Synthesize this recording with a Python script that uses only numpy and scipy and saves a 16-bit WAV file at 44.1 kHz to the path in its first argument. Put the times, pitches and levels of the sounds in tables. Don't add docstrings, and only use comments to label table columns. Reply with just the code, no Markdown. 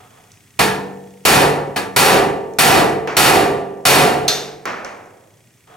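import sys
import numpy as np
from scipy import signal
from scipy.fft import rfft, irfft, next_fast_len
from scipy.io import wavfile
from scipy.ndimage import uniform_filter1d

SR = 44100
rng = np.random.default_rng(int(sys.argv[2]) if len(sys.argv) > 2 else 0)


def unload_wav(signal):
    wavfile.write(
        sys.argv[1],
        SR,
        np.round(np.clip(np.atleast_2d(signal).T, -1, 1) * 32767).astype(np.int16),
    )


N = 254412


def amp(db):
    return 10 ** (np.asarray(db) / 20)


def read(points, hz):
    point_hz, value = np.transpose(points)
    return np.interp(np.log(hz + 1), np.log(point_hz + 1), value)


def add(mix, start_s, sound):
    part = mix[:, round(start_s * SR):][:, :sound.shape[1]]
    part += sound[:, :part.shape[1]]


def noise(spectrum, size, tilt_db_per_octave=0):
    hz = np.fft.rfftfreq(size, 1 / SR)
    octaves = np.log2(np.maximum(hz / 1000, 1 / 2))
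    gain = amp(read(spectrum, hz) + tilt_db_per_octave * octaves)
    gain = gain / np.sqrt(np.mean(gain ** 2))
    return irfft(rfft(rng.standard_normal((2, size))) * gain, size)


def tinted(x, gain):
    size = next_fast_len(x.shape[1] + 4096)
    hz = np.fft.rfftfreq(size, 1 / SR)
    return irfft(rfft(x, size) * gain(hz), size)[:, :x.shape[1]]


def humps(peaks, hz):
    return sum(db / (1 + (2 * (hz - peak_hz) / width_hz) ** 2) for peak_hz, width_hz, db in peaks)


def die_away(x, stretch, build_cycles):
    # freq_hz, t60_s (before stretch)
    ring = [(60, 0.95), (170, 0.97), (420, 1.36), (750, 1.06), (1100, 0.78), (2000, 0.71), (3000, 0.6),
            (5500, 0.53), (8000, 0.52), (15000, 0.45)]
    hz, t, bands = signal.stft(x, SR, nperseg=512)
    build = 1 - np.exp(-(t + 0.0054) * (hz[:, None] + 20) / build_cycles)
    t60_s = stretch * read(ring, hz)[:, None]
    fall = amp(-60 * t / t60_s)
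    return signal.istft(bands * build * fall, SR, nperseg=512)[1][:, :x.shape[1]]


def modes(table, size, stretch, scatter_db, detune=0):
    t, out = np.arange(size) / SR, np.zeros((2, size))
    for hz, db, t60_s in table:
        phase = rng.uniform(0, 2 * np.pi)
        share = amp(db + scatter_db * rng.standard_normal())
        mode_hz = hz * (1 + detune * rng.standard_normal())
        angle = 2 * np.pi * mode_hz * t + phase
        decay = np.exp(-np.log(1000) * t / (t60_s * stretch))
        out += share * decay * [np.cos(angle), rng.choice([-1, 1]) * np.sin(angle)]
    return out


def small_hits(rows, spectrum, direct_db, direct_s, stretch):
    db_per_halving = 5.5
    out, t = np.zeros((2, N)), np.arange(SR) / SR
    for start_s, db, tilt_db_per_octave in rows:
        contact_s = direct_s * 2 ** (-tilt_db_per_octave / db_per_halving)
        burst = amp(direct_db) * noise(spectrum, SR, tilt_db_per_octave) * np.exp(-t / contact_s)
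        ringing = die_away(noise(spectrum, SR), stretch, build_cycles=1.3)
        add(out, start_s, amp(db) * (burst + ringing))
    return out


def background(tick_db=-50, tick_s=0.0054, first_s=0.0059):
    # freq_hz, density_db (relative)
    hiss, hiss_rms_db = [(15, -49.5), (25, -22.5), (70, -8), (108, 8), (256, -5.5), (301, -7), (405, -12),
                         (607, -16), (2410, -14.5), (2990, -22), (3340, -15), (3720, -20.5), (7920, -16.5),
                         (8830, -19), (16000, -25.5)], -51.5
    # freq_hz, rms_db
    whine_tones = [(102, -65), (404, -70), (1906, -70.5), (2832, -78.5), (8134, -68.5)]
    # freq_hz, density_db (relative)
    tick_spectrum, ticks_per_s = [(200, -7), (1200, -19), (2100, 5.5), (3000, 3.5), (4800, -13.5),
                                  (6200, 4), (7200, -14.5), (16000, -30)], 30
    t = np.arange(N) / SR
    whine = np.zeros((2, N))
    for hz, rms_db in whine_tones:
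        phase = rng.uniform(0, 2 * np.pi, (2, 1))
        whine += np.sqrt(2) * amp(rms_db) * np.sin(2 * np.pi * hz * t + phase)
    since_tick_s = (t - first_s) % (1 / ticks_per_s)
    ticking = amp(tick_db) * noise(tick_spectrum, N) * np.exp(-since_tick_s / tick_s)
    return amp(hiss_rms_db) * noise(hiss, N) + whine + ticking


def rubs(grain_db=0.5):
    # start_s, push_s, level_db (at the end of the push, before the duct's lift)
    rub_rows = [(0.0, 0.0062, -47.5), (0.1, 0.09, -52), (5.67, 0.065, -43.5)]
    # freq_hz, density_db (relative)
    colour = [(60, -12.5), (110, -6), (200, -11), (450, -4.5), (800, -1), (1400, -3.5), (2000, -10.5),
              (2900, -15), (3350, -11), (3900, -21.5), (9000, -29.5), (16000, -46)]
    # freq_hz, width_hz, lift_db
    duct_peaks = [(452, 46, 9.5), (732, 45, 11), (1260, 47, 7), (1900, 40, 7.5), (3330, 50, 7)]
    catch_s, swell_range_db, fade_db_per_s = 0.005, 4, 73
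    t, level = np.arange(N) / SR, np.zeros(N)
    for start_s, push_s, db in rub_rows:
        swell_db = swell_range_db * (np.clip((t - start_s) / push_s, 0, 1) - 1)
        fade_db = fade_db_per_s * np.maximum(t - start_s - push_s, 0)
        catch = np.clip((t - start_s) / catch_s, 0, 1)
        level = np.hypot(level, catch * amp(db + swell_db - fade_db))
    grain = uniform_filter1d(rng.standard_normal(N), size=200)
    friction = tinted(noise(colour, N), lambda hz: amp(humps(duct_peaks, hz)))
    return friction * level * amp(grain_db * grain / grain.std())


def nail_ticks():
    # start_s, level_db, contact_tilt_db_per_octave
    touches = [(0.318, -55, 3), (1.236, -74, 6), (2.537, -58, 3.5), (4.847, -41, 1), (5.058, -66, 3.5)]
    # freq_hz, density_db (relative)
    spectrum = [(200, -8), (1200, -6.5), (2200, -8.5), (3300, -12.5), (4800, -5), (6200, 3), (7500, -7),
                (9500, -14), (12000, -32), (16000, -29)]
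    return small_hits(touches, spectrum, direct_db=18.5, direct_s=0.0031, stretch=0.96)


def crowding(size, ripple_db, spacing_hz):
    # freq_hz, width_hz, lift_db
    clusters = [(1864, 49, 3), (2597, 45, 2.5), (2920, 57, -2.5), (4370, 150, 4.5), (4600, 250, 2),
                (5660, 350, 3.5), (6530, 110, 0.5), (7970, 190, 0.5), (11440, 260, 3), (12700, 180, 6)]
    hz = np.fft.rfftfreq(size, 1 / SR)
    ripple = np.interp(hz / spacing_hz, np.arange(2 ** 10), rng.standard_normal(2 ** 10))
    return amp(humps(clusters, hz) + ripple_db * ripple * np.minimum(hz / 2500, 1))


def in_room(x, wet_db, stretch):
    tail = die_away(rng.standard_normal((2, SR // 2)), stretch, build_cycles=1.9)
    tail = tail / np.linalg.norm(tail[0])
    echoes = signal.fftconvolve(x, tail, axes=1)[:, :x.shape[1]]
    return x + amp(wet_db) * echoes


def hammer(alike=0.36, swell_s=0.0023, modes_db=-3.0):
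    # start_s, force_db, ring_time_factor
    blows = [(0.590, -5.5, 0.81), (1.251, 8.5, 0.85), (1.76, -11.5, 0.59), (1.962, 11.5, 0.84),
             (2.586, 13, 0.85), (3.167, 13, 0.91), (3.852, 10.5, 0.98)]
    # freq_hz, density_db (relative)
    sheet = [(30, -24), (80, -8.5), (150, -5), (280, -6), (430, -3), (600, -6.5), (740, 1), (1050, -2.5),
             (1750, -2), (3200, -5), (6000, -10), (8500, -9.5), (12000, -12), (16000, -21)]
    # freq_hz, resting_nail_db, biting_nail_db (relative), t60_s (before stretch)
    sheet_modes = [(144.4, -22.5, -22.5, 1.35), (192.6, -17, -32, 1.9), (280.5, -20.5, -27, 1.187),
                   (396, -33.5, -21.5, 1.33), (423.7, -30, -23, 1.07), (432.4, -14, -31, 1.34),
                   (443, -28, -18, 1.21), (482.4, -13, -25, 1.4), (547.5, -31.5, -19.5, 1.13),
                   (703, -20, -15, 0.88), (732.5, -23, -19, 1.08), (761, -25, -12, 0.58),
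                   (884, -10.5, -30, 0.76), (911, -23.5, -25.5, 1.26), (1173, -17.5, -19.5, 0.95),
                   (1280, -15, -13, 0.5), (1620, -22, -30, 0.44), (1640, -18, -25, 0.58),
                   (1690, -10.5, -29, 0.54), (1790, -13, -21, 0.88), (1945, -27, -21, 0.77),
                   (2830, -34.5, -21, 0.73)]
    full_treble_db, dulling_db_per_octave_per_db = 15, 0.11
    bite_from_db, bite_range_db = -2, 11.5
    out, size = np.zeros((2, N)), 2 ** 16
    colour = crowding(size, ripple_db=3.0, spacing_hz=54.66)
    usual = noise(sheet, size)
    swell = 1 - np.exp(-np.arange(size) / SR / swell_s)
    for start_s, force_db, stretch in blows:
        tilt_db_per_octave = dulling_db_per_octave_per_db * (force_db - full_treble_db)
        bite = np.clip((force_db - bite_from_db) / bite_range_db, 0, 1)
        crowd = np.sqrt(alike) * usual + np.sqrt(1 - alike) * noise(sheet, size)
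        crowd = die_away(irfft(rfft(crowd) * colour, size), stretch, build_cycles=0.88)
        table = [(hz, resting_db + bite * (biting_db - resting_db), t60_s)
                 for hz, resting_db, biting_db, t60_s in sheet_modes]
        tones = modes(table, size, stretch, scatter_db=1.07, detune=0.002)
        tones = in_room(tones, wet_db=-6.0, stretch=0.77)
        crash = swell * (crowd + amp(modes_db) * tones)

        def softness(hz):
            return amp(tilt_db_per_octave * np.log2(1 + (hz / 1200) ** 2) / 2)

        add(out, start_s, amp(force_db) * tinted(crash, softness))
    return out


def taps_and_knocks():
    # start_s, level_db, contact_tilt_db_per_octave
    hits = [(3.074, -19.5, 0.5), (4.655, -19, 7), (4.674, -21.5, -3), (4.802, -41, 0), (4.847, -27, -8)]
    # freq_hz, density_db (relative)
    spectrum = [(60, -21.5), (200, -8.5), (700, -2.5), (1300, -1.5), (2400, -7), (3500, -20), (6000, -21),
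                (9000, -38), (16000, -44)]
    return small_hits(hits, spectrum, direct_db=2, direct_s=0.0059, stretch=1.06)


def clink():
    # start_s, level_db, contact_tilt_db_per_octave
    clink_rows = [(4.280, -10.5, 3.2)]
    # freq_hz, density_db (relative)
    spectrum = [(100, -16), (400, -14), (700, -10), (1200, -4.5), (3200, -5.5), (3580, 0.5), (3850, 1),
                (4280, 0), (5100, -2), (6250, -2), (7200, -9), (10000, -17.5), (12000, -17), (16000, -26)]
    # freq_hz, level_db (relative), t60_s (before stretch)
    tool_modes = [(636, -16, 1), (2770, -14, 0.56), (3590, -5, 0.57), (3601, -4, 0.48), (3900, -14, 0.36),
                  (4230, -5, 0.22), (4270, 1, 0.35), (4680, -8, 0.27), (5400, -14.5, .45),
                  (6200, -9.5, 0.53), (6300, -11, 0.53), (11560, -20, 0.55), (12930, -27, 0.7),
                  (13920, -26, 0.65)]
    out = small_hits(clink_rows, spectrum, direct_db=5.0, direct_s=0.011, stretch=0.93)
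    for start_s, db, _ in clink_rows:
        add(out, start_s, amp(db) * modes(tool_modes, SR, stretch=0.74, scatter_db=1.5))
    return out


def ports(x):
    # freq_hz, likeness (clipped to 0.98)
    likeness = [(30, 1.1), (90, 1), (290, 0.8), (640, 0.52), (1400, 0.78), (3100, 0.67), (6800, 0.8),
                (15000, 0.9)]
    # freq_hz, left_lead_rad
    left_lead = [(60, 0.08), (340, 0.18), (1000, 1), (1700, 0.63), (3100, 0.63), (6500, 0.66), (12000, .05)]
    # freq_hz, left_minus_right_db
    balance = [(60, -1), (380, -0.5), (700, -2.5), (1300, -0.2), (8000, 0)]
    size = next_fast_len(N + 4096)
    hz = np.fft.rfftfreq(size, 1 / SR)
    left, other = rfft(x, size)
    same = np.clip(read(likeness, hz), 0, 0.98)
    side = amp(read(balance, hz) / 2)
    right = (same * left + np.sqrt(1 - same ** 2) * other) * np.exp(-1j * read(left_lead, hz))
    return irfft(np.array([left * side, right / side]), size)[:, :N]


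def scene():
    return ports(background() + rubs() + nail_ticks() + hammer() + taps_and_knocks() + clink())


def record(dry, ceiling_db=-9.0, recovery_db_per_s=130, slow_s=2.67, slow_share=1.67):
    power = abs(uniform_filter1d((dry ** 2).mean(0), size=260))
    power_db = 10 * np.log10(power + 1e-12)
    fall_db = np.arange(N) * recovery_db_per_s / SR
    held_db = np.maximum.accumulate(power_db + fall_db) - fall_db
    over_db = np.maximum(held_db - ceiling_db, 0)
    leak = 1 / (slow_s * SR)
    lasting_db = slow_share * signal.lfilter([leak], [1, leak - 1], over_db)
    cut_db = uniform_filter1d(np.maximum(over_db, lasting_db), size=60)
    clipped = np.clip(dry / amp(cut_db), -1, 1)
    band_limit = signal.firwin(511, 16000, window=("kaiser", 8), fs=SR)
    return signal.oaconvolve(clipped, band_limit[None], "same")


dry = scene()
out = record(dry)
unload_wav(out)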